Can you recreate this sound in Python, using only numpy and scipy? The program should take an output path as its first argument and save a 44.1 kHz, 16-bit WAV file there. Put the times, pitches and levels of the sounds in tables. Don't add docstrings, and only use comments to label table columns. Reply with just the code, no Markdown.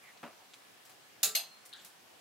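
import sys
import numpy as np
from scipy import signal
from scipy.fft import rfft, irfft
from scipy.io import wavfile
from scipy.ndimage import uniform_filter1d

SR = 44100
rng = np.random.default_rng(int(sys.argv[2]) if len(sys.argv) > 2 else 0)


def wrap_up_sound(samples):
    columns = np.atleast_2d(samples).T
    tamed = np.clip(columns, -1, 1)
    steps = np.round(tamed * 32767).astype(np.int16)
    wavfile.write(sys.argv[1], SR, steps)


def gain_from_db(level_db):
    decades = np.asarray(level_db, float) / 20
    return 10 ** decades


N = 97372

# f/Hz, width/Hz, level/dB
DROP_CLUSTERS = [(644, 210, -16), (376, 330, -18.5), (1480, 340, -15), (1900, 300, -11), (2700, 700, -8),
                 (3950, 900, -2.5), (5000, 870, -2.5), (6930, 1370, 1.5), (7740, 230, -5),
                 (9000, 1050, -4.5), (10500, 2200, -4), (12700, 1900, -0.5), (13700, 720, -12),
                 (15300, 900, -2)]
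BOUNCE_CLUSTERS = [(713, 240, -14.5), (1440, 210, -18.5), (2040, 340, -15), (2760, 400, -4),
                   (3400, 400, -5.5), (4150, 460, 1), (4900, 560, -4.5), (6250, 390, -2.5), (7360, 690, -9),
                   (9000, 2700, -7.5), (11800, 520, 1.5), (12600, 700, -2.5), (14400, 300, -14),
                   (15350, 200, -9)]
# f/Hz, level/dB, t60/s
DROP_MODES = [(780, -12.5, 0.28), (1890, -16, 0.19), (2650, -10, 0.12), (4123, -1, 0.25), (4340, -12, 0.4),
              (4926, -8, 0.2), (5335, -12, 0.13), (6520, -8, 0.15), (6763, -8, .2), (7220, -5, 0.35),
              (7466, -6, 0.22), (7836, -6, .23), (11590, -4, .15), (12575, -5, 0.13)]
BOUNCE_MODES = [(692, -16, 0.16), (2182, -5.5, 0.08), (2682, -15, 0.3), (2813, -4, 0.09), (3493, -9, 0.14),
                (4127, -4, 0.22), (4251, -2, 0.24), (4210, -12, 0.5), (4900, -12, .2), (6250, -14, 0.18),
                (7730, -16, 0.22), (11620, -3, 0.16), (11820, -4, 0.16), (12620, -9, 0.19)]
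# t/s, level/dB
DROP_CHATTER = [
    (1.2325, -16),
    (1.2345, -15),
    (1.2376, -14),
    (1.2404, -15),
    (1.2455, -13),
    (1.2540, -20),
    (1.2585, -19),
]
BOUNCE_CHATTER = [
    (1.3527, -20),
    (1.3553, -18),
    (1.3650, -18),
    (1.3770, -23),
]
# f/Hz, t60/s
CLATTER_T60 = [(300, 0.39), (2000, 0.28), (8000, 0.23), (15700, 0.16), (16000, 0.035)]
# f/Hz, level/dB, t60/s
FRAME_MODES = [(172.8, -5, 0.25), (200, -10, .3), (232, -14, 0.25), (331, -12, 0.29), (434, 2, 0.28),
               (626.5, 3, .15), (1190, -4, 0.33), (1334, -3, 0.46)]
# t/s, level/dB, centre f/Hz, width/Hz, t60/s
TICKS = [(.03, -67.5, 11000, 1500, .3), (.03, -70, 7500, 600, .3), (0.173, -59.5, 4000, 5000, 0.088),
         (.385, -65, 6200, 1200, 0.068), (0.537, -58, 4500, 5000, 0.01), (.541, -56, 3300, 3200, 0.03),
         (.540, -57.5, 6000, 12000, 0.14), (.852, -58, 9000, 12000, 0.23), (0.894, -57, 7000, 14000, 0.22),
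         (.914, -57, 4500, 5000, 0.035), (1.653, -54, 8700, 10800, 0.12), (1.659, -53, 9600, 10900, 0.11),
         (1.657, -63.5, 2100, 400, 0.13), (1.692, -58, 9000, 9000, 0.091), (1.728, -47.5, 3750, 1100, 0.22),
         (1.749, -56, 3600, 900, .25), (1.740, -57, 1610, 500, 0.36), (1.7349, -53, 8000, 11000, 0.024),
         (1.790, -58, 3400, 1800, 0.35), (1.76, -63, 6000, 7000, .5), (1.797, -62.5, 7600, 900, 0.26),
         (1.815, -64, 12800, 3000, .15), (1.8464, -48.5, 10500, 9000, 0.05), (1.848, -58, 12300, 700, .15),
         (1.848, -52.5, 7950, 13000, 0.28)]
# t/s, peak level/dB, f/Hz, t60/s
SNAPS = [(.5367, -38, 3600, .003), (.5368, -46, 7000, .003), (.5406, -38, 3500, .004),
         (.5407, -46, 6300, .004), (.5420, -46, 2400, .008), (1.2325, -13.5, 5800, .0025),
         (1.2326, -18, 10800, .002), (1.7281, -41, 3800, .025), (1.7355, -40, 3900, .012),
         (1.7357, -46, 10000, .003), (1.8005, -48, 3300, .01), (1.815, -53, 5300, .008),
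         (.2383, -36, 1900, .004)]
# t/s, level/dB, t60/s
THUDS = [
    (0.2296, -44, 0.24),
    (.2335, -47, .03),
    (.238, -42, 0.02),
    (.247, -49, 0.07),
    (.262, -49, 0.1),
    (.276, -49, 0.05),
    (0.294, -55, 0.14),
    (.325, -60, .15),
    (.405, -61, 0.43),
]
# f/Hz, level/dB
THUD_COLOUR = [(90, -45), (150, -16), (640, -1), (1400, -5), (2000, -12), (2740, -12), (3900, -23),
               (14000, -34)]
# f/Hz, level/dB, t60/s
THUD_MODES = [(170, -52, 0.15), (235, -47, 0.17), (301, -51, 0.26), (570.5, -50.5, 0.21),
              (650, -51.5, 0.22)]
# start t/s, length/s, level/dB
RUSTLES = [
    (.01, 0.15, -66),
    (0.358, 0.11, -73),
    (0.839, 0.13, -70.5),
    (1.78, 0.14, -66),
]
# f/Hz, level/dB
CLOTH_COLOUR = [(300, -7), (2000, 4.5), (6000, -7), (15000, -15)]
# f/Hz, level/dB
TONE_COLOUR = [(15, -67), (25, -34), (102, -8), (261, -6), (403, -5.5), (812, -5), (2030, -7.5), (2890, -8),
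               (15800, -20)]
# f/Hz, width/Hz, level over tone/dB
ROOM_HUM = [(740, 60, 5), (1710, 40, 4), (2840, 40, 2)]
# f/Hz, likeness/1
TONE_ALIKE = [(100, 0.17), (1000, 0.1), (10000, 0.14)]
# f/Hz, likeness/1
HIT_ALIKE = [(300, 0.95), (1000, 0.84), (2500, 1), (5000, 0.46), (14000, 0.27)]

DROP_S, DROP_DB, DROP_RING_DB = 1.2300, -22, -13
BOUNCE_S, BOUNCE_DB, BOUNCE_RING_DB = 1.3500, -25.5, -5.5
RISE_S, SLOW_RISE_S = 0.0008, 0.003
CONTACT_T60_S, CONTACT_BAND_HZ = 0.002, [2600, 14500]
RING_BLUR_HZ = 24
SWAY_S, SWAY_DB, SWAY_SWELL_S = 1.240, -43.5, 0.045
GRAZE_S, GRAZE_HZ, GRAZE_DB, GRAZE_T60_S = 1.516, 4210, -61, 0.4
SLIDE_S, SLIDE_LENGTH_S, SLIDE_DB = 0.015, 0.115, -58.5
SLIDE_FROM_HZ, SLIDE_TO_HZ, SLIDE_WIDTH_HZ = 2300, 1950, 520
TONE_DB, TONE_PATCH_DB = -59, 1.03
LUMP_DB, LUMP_HZ = 1.5, 250
LINE_DB, LINE_HZ = 3.5, 25
TOP_HZ, LOW_HZ = 15800, 45
SNAP_LOW_HZ, THUD_LOW_HZ = 1400, 100


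def unit(x):
    return x / np.sqrt(np.mean(x ** 2) + 1e-20)


def along(points, hz):
    point_hz, values = np.transpose(points)
    return np.interp(np.log(hz + 1), np.log(point_hz + 1), values)


def add(track, s, sound):
    part = track[:, round(s * SR):][:, :sound.shape[1]]
    part += sound[:, :part.shape[1]]


def above(x, hz):
    return signal.sosfilt(signal.butter(N=3, Wn=hz, btype="high", fs=SR, output="sos"), x)


def pair(size, gain, alike):
    hz = np.fft.rfftfreq(size, 1 / SR)
    turn = np.arccos(np.clip(along(alike, hz), -1, 1)) / 2
    spectrum = rfft(rng.standard_normal((2, size))) * gain(hz)
    mid, side = irfft(spectrum * [np.cos(turn), np.sin(turn)], size)
    return unit(np.array([mid + side, mid - side]))


def clusters(points):
    return lambda f: np.sqrt(sum(gain_from_db(2 * db) / (1 + (2 * (f - hz) / width_hz) ** 2) ** 2
                                 for hz, width_hz, db in points))


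def lumpy(gain, lump_db=LUMP_DB, lump_hz=LUMP_HZ, top_hz=TOP_HZ):
    knots = rng.standard_normal(1200)

    def bumped(f):
        bumps_db = lump_db * np.interp(f / lump_hz, np.arange(1200), knots)
        return gain(f) * gain_from_db(bumps_db) * (f < top_hz)
    return bumped


def burst(gain, t60_s, rise_s=0.00031):
    t = np.arange(SR // 2) / SR
    envelope = gain_from_db(-60 * t / max(t60_s, 0.001)) * (1 - np.exp(-t / rise_s))
    return pair(len(t), lumpy(gain), HIT_ALIKE) * envelope


def ring(modes, rise_s, blur_hz):
    t = np.arange(SR) / SR
    out = np.zeros((2, SR))
    for hz, db, t60_s in modes:
        knots = rng.standard_normal((2, 2, 200))
        for side, (real_knots, imag_knots) in zip(out, knots):
            real = np.interp(t * blur_hz * 2, np.arange(200), real_knots)
            imag = np.interp(t * blur_hz * 2, np.arange(200), imag_knots)
            wander = 0.8 + 0.7 * (real + 1j * imag)
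            side += gain_from_db(db - 60 * t / t60_s) * np.real(wander * np.exp(2j * np.pi * hz * t))
    return out * (1 - np.exp(-t / rise_s))


def room_tone():
    def gain(f):
        hum_db = sum(db / (1 + (2 * (f - hz) / width_hz) ** 2) for hz, width_hz, db in ROOM_HUM)
        return gain_from_db(along(TONE_COLOUR, f) + hum_db) * (f < TOP_HZ)
    z = signal.stft(pair(N, gain, TONE_ALIKE), nperseg=512)[2]
    patches = uniform_filter1d(rng.standard_normal(z.shape[1:]), size=8, axis=0)
    patches = unit(uniform_filter1d(patches, size=12, axis=1))
    return gain_from_db(TONE_DB) * signal.istft(z * gain_from_db(TONE_PATCH_DB * patches), nperseg=512)[1][:, :N]


def rustles():
    out = np.zeros((2, N))
    for s, length_s, db in RUSTLES:
        grain = gain_from_db(uniform_filter1d(rng.standard_normal(SR // 4), size=130) * 41)
        progress = np.minimum(np.arange(SR // 4) / (length_s * SR), 1)
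        swell = np.sin(np.pi * progress ** 0.57)
        noise = pair(SR // 4, lumpy(lambda f: gain_from_db(along(CLOTH_COLOUR, f))), HIT_ALIKE)
        add(out, s, gain_from_db(db) * swell * grain * noise)
    return out


def slide():
    progress = np.minimum(np.arange(SR // 4) / (SLIDE_LENGTH_S * SR), 1)
    near = [(1000, 0.7)]  # (Hz, likeness)
    a, b = (pair(len(progress), lambda f: np.exp(-(2 * f / SLIDE_WIDTH_HZ) ** 2), near) for _ in range(2))
    phase = 2 * np.pi * np.cumsum(SLIDE_FROM_HZ + (SLIDE_TO_HZ - SLIDE_FROM_HZ) * progress) / SR
    swell = np.sin(np.pi * progress) ** 0.7 * (progress < 1)
    out = np.zeros((2, N))
    add(out, SLIDE_S, gain_from_db(SLIDE_DB) * swell * (a * np.cos(phase) + b * np.sin(phase)))
    return out


def hangers():
    out = np.zeros((2, N))
    for s, db, hz, width_hz, t60_s in TICKS:
        add(out, s, gain_from_db(db) * burst(lambda f: np.exp(-2 * ((f - hz) / width_hz) ** 2), t60_s))
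    return out


def sleeve_thuds():
    out = np.zeros((2, N))
    for s, db, t60_s in THUDS:
        add(out, s, gain_from_db(db) * burst(lambda f: gain_from_db(along(THUD_COLOUR, f)), t60_s))
    first_s = THUDS[0][0]
    add(out, first_s, ring(THUD_MODES, rise_s=0.0027, blur_hz=24))
    return out


def snaps():
    out = np.zeros((2, N))
    t = np.arange(SR // 20) / SR
    for s, db, hz, t60_s in SNAPS:
        snap = gain_from_db(db - 60 * t / t60_s) * np.sin(2 * np.pi * hz * t)
        add(out, s, np.tile(snap, (2, 1)))
    return out


def clatter(colour):
    body = clusters(colour)
    gain = lumpy(lambda f: body(f) + gain_from_db(-24.5) * (f > 500), LINE_DB, LINE_HZ, TOP_HZ + 1200)
    hz, t, z = signal.stft(pair(SR // 2, gain, HIT_ALIKE), SR, nperseg=256)
    rise = 1 - np.exp(-(t + RISE_S) * (hz[:, None] / 1000) ** 2 / SLOW_RISE_S)
    decay = gain_from_db(-60 * t / along(CLATTER_T60, hz)[:, None])
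    x = signal.istft(z * rise * decay, SR, nperseg=256)[1]
    return x * (1 - np.exp(-np.arange(x.shape[1]) / SR / RISE_S))


def hook_blow(s, db, ring_db, colour, modes, chatter):
    out = np.zeros((2, N))
    add(out, s, gain_from_db(db) * clatter(colour))
    add(out, s, gain_from_db(db + ring_db) * ring(modes, RISE_S, RING_BLUR_HZ))
    contact_band = signal.butter(N=3, Wn=CONTACT_BAND_HZ, btype="band", fs=SR, output="sos")
    for contact_s, contact_db in chatter:
        contact = burst(clusters(colour), CONTACT_T60_S, rise_s=RISE_S / 20)
        add(out, contact_s, gain_from_db(contact_db) * signal.sosfilt(contact_band, contact))
    return out


def hook():
    drop = hook_blow(DROP_S, DROP_DB, DROP_RING_DB, DROP_CLUSTERS, DROP_MODES, DROP_CHATTER)
    bounce = hook_blow(BOUNCE_S, BOUNCE_DB, BOUNCE_RING_DB, BOUNCE_CLUSTERS, BOUNCE_MODES, BOUNCE_CHATTER)
    return drop + bounce


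def frame_sway():
    out = np.zeros((2, N))
    add(out, SWAY_S, gain_from_db(SWAY_DB) * ring(FRAME_MODES, SWAY_SWELL_S, blur_hz=5))
    return out


def hook_graze():
    out = np.zeros((2, N))
    mode = (GRAZE_HZ, GRAZE_DB, GRAZE_T60_S)
    add(out, GRAZE_S, ring([mode], rise_s=0.0024, blur_hz=2 * RING_BLUR_HZ))
    return out


def scene():
    impacts = hangers() + hook() + frame_sway() + hook_graze()
    garments = rustles() + sleeve_thuds()
    bodies = above(impacts + garments, THUD_LOW_HZ)
    return room_tone() + slide() + bodies + above(snaps(), SNAP_LOW_HZ)


def low_pass(x):
    return signal.sosfilt(signal.butter(12, 17060, fs=SR, output="sos"), x)


def record(dry):
    hz = np.fft.rfftfreq(N, 1 / SR)
    bass_cut = (1j * hz / (LOW_HZ + 1j * hz)) ** 2
    return low_pass(irfft(rfft(dry) * bass_cut, N))


dry = scene()
out = record(dry)
wrap_up_sound(out)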